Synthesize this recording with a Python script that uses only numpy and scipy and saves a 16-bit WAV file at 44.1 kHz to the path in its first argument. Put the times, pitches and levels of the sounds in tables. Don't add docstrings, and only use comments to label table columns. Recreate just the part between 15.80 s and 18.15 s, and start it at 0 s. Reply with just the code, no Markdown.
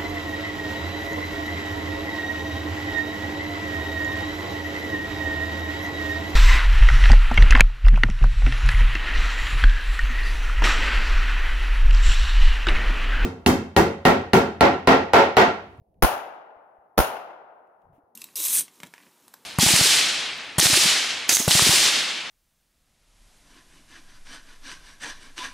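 import sys
import numpy as np
from scipy import signal
from scipy.fft import rfft, irfft
from scipy.io import wavfile

SR = 44100
rng = np.random.default_rng(int(sys.argv[2]) if len(sys.argv) > 2 else 0)


def master_out(mix):
    frames = np.transpose(np.atleast_2d(mix))
    ceiling = np.clip(frames, -1, 1)
    pcm = np.round(ceiling * 32767).astype(np.int16)
    wavfile.write(sys.argv[1], SR, pcm)


N = 103635
T = np.arange(N) / SR
HZ = np.maximum(np.arange(N // 2 + 1) * SR / N, 1)


# pitch_hz, level_db
AIR_SPECTRUM = [(25, -24), (120, -11), (300, -4), (720, 0), (1300, -28), (3500, -39.5), (7500, -42.5),
                (10500, -34), (15500, -37.5)]
AIR_DB = -52.5
# pitch_hz, likeness (0 unrelated, 1 identical)
STEREO_LIKENESS = [(60, 1), (300, 0.66), (700, 0.55), (1400, 0), (3000, 0.25), (12000, 0)]

# start_s, level_db, pitch_hz, t60_s
BUMPS = [(0.015, -42, 93, 0.022), (0.191, -44, 50.5, 0.021), (.765, -58.5, 69.7, .04),
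         (0.984, -56, 64.6, 0.043), (2.052, -49, 70.3, 0.02), (2.099, -51.5, 170, .04),
         (2.131, -51, 75, 0.035), (2.181, -49.5, 289, 0.088), (2.234, -59, 81.1, 0.035)]
# start_s, length_s, level_db
RUMBLES = [(.06, 0.076, -47.5), (.13, .12, -41), (2.025, 0.16, -43)]
# pitch_hz, level_db
RUMBLE_SPECTRUM = [(30, -4), (90, 3), (170, -1.5), (300, -11), (700, -37), (3000, -72.5)]
# start_s, level_db, pan_db
TICKS = [(0.143, -65.5, 0), (1.873, -65, -10), (2.019, -58, 2), (2.13, -66, 10)]
TICK_DECAY_S = 0.0026
# start_s, length_s, level_db
RUSTLES = [(1.04, .05, -84), (1.84, 0.056, -82), (1.99, 0.1, -77), (2.12, 0.086, -64.5)]
# pitch_hz, level_db
GEAR_SPECTRUM = [(300, 2), (2800, -5.5), (4500, -23), (7800, -16), (10500, -14), (15500, -15)]
RUSTLE_PAN_DB = 5

# start_s, level_db, thump_db, ring_db, first_crack_db, lead_in_s
SHOTS = [(.2240, 0.5, -11, -1, 7, 0.0012), (1.1790, 0, -14, -2.5, 0, 0.0043)]
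# delay_ms, level_db, pan_db, crackle_db, ring_db
PATHS = [(0, -0.5, -1.5, -5.5, -9), (1.6, 0.5, 3.5, 0, -6), (3.997, 1, -1.5, -2, 0), (10.422, -3, 4, 6, 3),
         (18.77, -24.5, 5.5, -7.5, -6.5), (22.87, -9.5, 12.5, 0, 2.5), (25.78, -3, -1, -5, -14)]
SPIKE_S, SPIKE_TOP_HZ, SPIKE_DB = .00075, 2610, -4
# pitch_hz, level_db, t60_s
RINGS = [(864, -16.5, 0.031), (1054, -22.5, .05), (1370, -18.5, .04)]
RING_PAN_DB = 8.5
# pitch_hz, left_db, right_db
CRACKLE_SPECTRUM = [(88, -12.5, -14), (148, 12.5, 1), (290, -0.5, -4), (700, -3, 6), (1420, -2.5, -12.5),
                    (3038, -9.5, -15), (5960, -26.5, -12.5), (8050, -46.5, -24), (10500, -23.5, -8),
                    (15000, -33, -11.5)]
CRACKLE_DB, CRACKLE_DECAY_S = -3, .0022
CRACK_DECAY_S = .0012
LEAD_DB = -7
THUMP_HZ, THUMP_PEAK_S, THUMP_SHARPNESS = 54, 0.016, 3.7
THUMP_LAG_S, THUMP_LEFT_LEAD_S, THUMP_PAN_DB = .0105, 0.0062, -6.5
RIGHT_LAG_S = .00008

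# pitch_hz, left_db, right_db
WOOD_SPECTRUM = [(25, -23, -20.5), (60, -14.5, -18), (100.35, -16, -16), (180, -17, -18.5),
                 (332, -9, -11.5), (487, -3.5, -4), (766, 5.5, 2), (1130, -2.5, -7.5), (1435, -1, -5),
                 (1690, -6, -15), (2200, -10.5, -14), (2850, -9.5, -13.5), (4192, -21.5, -16),
                 (7020, -29, -14.5), (7800, -34.5, -17), (9500, -24, -11), (11300, -27.5, -9.5),
                 (15300, -31, -13.5)]
WOOD_DB, SPREAD_S, SPREAD_DB_PER_DECADE = -2, 0.094, 38
# pitch_hz, loss_db_per_s
ABSORPTION = [(50, 70.5), (150, 25), (350, 7.5), (750, 5), (1400, 12), (2000, 20.5), (3000, 37), (5200, 65),
              (7500, 89), (10000, 104.5), (15000, 119)]
# pitch_hz, rise_s
BUILD_UP = [(150, 0.01), (700, 0.017), (1500, .025), (5000, 0.018), (12000, .005)]
TRUNKS_PER_S, TRUNK_SHARE, TRUNK_SPREAD_DB = 900, 0.22, 0.5
FLUTTER_DB, FLUTTER_HZ = .6, 45

CEILING = .98
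CUTOFF_HZ = 15800
NOTCH_HZ, NOTCH_WIDTH_HZ, NOTCH_DEPTH = 7800, 1000, .7


def from_db(db):
    return 10 ** (np.asarray(db) / 20)


def panned(db):
    return from_db([[db / 2], [-db / 2]])


def at_hz(points):
    hz, *columns = np.transpose(points)
    return np.array([np.interp(np.log(HZ), np.log(hz), column) for column in columns])


def coloured(x, spectrum):
    return irfft(rfft(x) * from_db(at_hz(spectrum)), N)


def paired(two):
    mid, side = rfft(two)
    alike = at_hz(STEREO_LIKENESS)
    shared = np.sqrt((1 + alike) / 2) * mid
    opposed = np.sqrt((1 - alike) / 2) * side * [[1], [-1]]
    return irfft(shared + opposed, N)


def noise(spectrum):
    return coloured(paired(rng.standard_normal((2, N))), spectrum)


def dying(start, tau):
    return (T >= start) * np.exp(-np.maximum(T - start, 0) / tau)


def ring(start, hz, t60):
    return dying(start, t60 / np.log(1000)) * np.sin(2 * np.pi * hz * (T - start))


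def low_pass(x, hz):
    return signal.sosfilt(signal.butter(2, hz, fs=SR, output="sos"), x)


def swells(rows):
    return sum(from_db(db) * np.sin(np.pi * np.clip((T - s) / length, 0, 1)) for s, length, db in rows)


def flutter():
    slow = irfft(rfft(rng.standard_normal(N)) / (1 + (HZ / FLUTTER_HZ) ** 2) ** 2, N)
    return from_db(FLUTTER_DB * slow / slow.std())


def still_air():
    return from_db(AIR_DB) * noise(AIR_SPECTRUM)


def handling():
    knocks = sum(from_db(db) * ring(s, hz, t60) for s, db, hz, t60 in BUMPS)
    bumps = low_pass(knocks, hz=300)
    rumble = swells(RUMBLES) * noise(RUMBLE_SPECTRUM)
    ticks = sum(panned(pan_db) * from_db(db) * dying(s, TICK_DECAY_S) for s, db, pan_db in TICKS)
    rustles = panned(RUSTLE_PAN_DB) * swells(RUSTLES) * flutter()
    return bumps + rumble + (rustles + ticks) * noise(GEAR_SPECTRUM)


def blast(start, ring_db, crack_db, lead_s):
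    lead = from_db(LEAD_DB) * np.clip(1 + (T - start) / lead_s, 0, 1) * (T < start)
    crack = from_db(crack_db) * dying(start, CRACK_DECAY_S)
    out = from_db(CRACKLE_DB) * noise(CRACKLE_SPECTRUM) * (lead + crack)
    crackle = from_db(CRACKLE_DB) * noise(CRACKLE_SPECTRUM)
    for delay_ms, db, pan_db, crackle_db, path_ring_db in PATHS:
        s = start + delay_ms / 1000
        pulse = (1 - (T - s) / SPIKE_S) * dying(s, SPIKE_S)
        spike = -from_db(SPIKE_DB + db) * low_pass(pulse, SPIKE_TOP_HZ)
        rings = sum(from_db(level + ring_db + path_ring_db) * ring(s, hz, t60) for hz, level, t60 in RINGS)
        out = out + panned(pan_db) * spike
        out = out + from_db(crackle_db) * crackle * dying(s, CRACKLE_DECAY_S)
        out = out - panned(RING_PAN_DB) * rings
    return out


def thump(start):
    age = np.maximum(T - start, 0) / THUMP_PEAK_S
    swell = (age * np.exp(1 - age)) ** THUMP_SHARPNESS
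    lag = THUMP_LAG_S - np.array([[THUMP_LEFT_LEAD_S], [0]])
    return panned(THUMP_PAN_DB) * swell * np.sin(2 * np.pi * THUMP_HZ * (T - start - lag))


def wood(start):
    age = np.maximum(T - start, 0)
    hits = rng.random((2, N)) < TRUNKS_PER_S / SR
    strengths = from_db(rng.normal(0, TRUNK_SPREAD_DB, (2, N)))
    trunks = hits * rng.choice([-1, 1], (2, N)) * strengths
    leaves = rng.standard_normal((2, N))
    scatter = np.sqrt(TRUNK_SHARE) * trunks / trunks.std() + np.sqrt(1 - TRUNK_SHARE) * leaves
    spectrum = rfft(coloured(paired(scatter), WOOD_SPECTRUM))
    rise_s, loss_db_per_s = at_hz(BUILD_UP)[0], at_hz(ABSORPTION)[0]
    centres = np.geomspace(40, CUTOFF_HZ, 20)
    out = 0
    for hz, pick in zip(centres, np.eye(len(centres))):
        band = irfft(spectrum * np.interp(np.log(HZ), np.log(centres), pick), N)
        rise = 1 - np.exp(-age / np.interp(hz, HZ, rise_s))
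        fall = from_db(-np.interp(hz, HZ, loss_db_per_s) * age)
        out = out + band * rise * fall
    return out * from_db(WOOD_DB - SPREAD_DB_PER_DECADE * np.log10(1 + age / SPREAD_S))


def lagged(x):
    right = irfft(rfft(x[1]) * np.exp(-2j * np.pi * HZ * RIGHT_LAG_S), N)
    return np.array([x[0], right])


def scene():
    quiet = still_air() + handling()
    shots = 0
    for s, db, thump_db, ring_db, crack_db, lead_s in SHOTS:
        shot = blast(s, ring_db, crack_db, lead_s) + from_db(thump_db) * thump(s) + wood(s) * flutter()
        shots = shots + from_db(db) * shot
    return quiet + lagged(shots)


def record(dry):
    x = CEILING * np.tanh(dry / CEILING)
    notched = signal.lfilter(*signal.iirnotch(NOTCH_HZ, NOTCH_HZ / NOTCH_WIDTH_HZ, fs=SR), x)
    dipped = x + NOTCH_DEPTH * (notched - x)
    top_cut = signal.ellip(10, .1, 80, CUTOFF_HZ, fs=SR, output="sos")
    return signal.sosfilt(top_cut, dipped)


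dry = scene()
out = record(dry)
master_out(out)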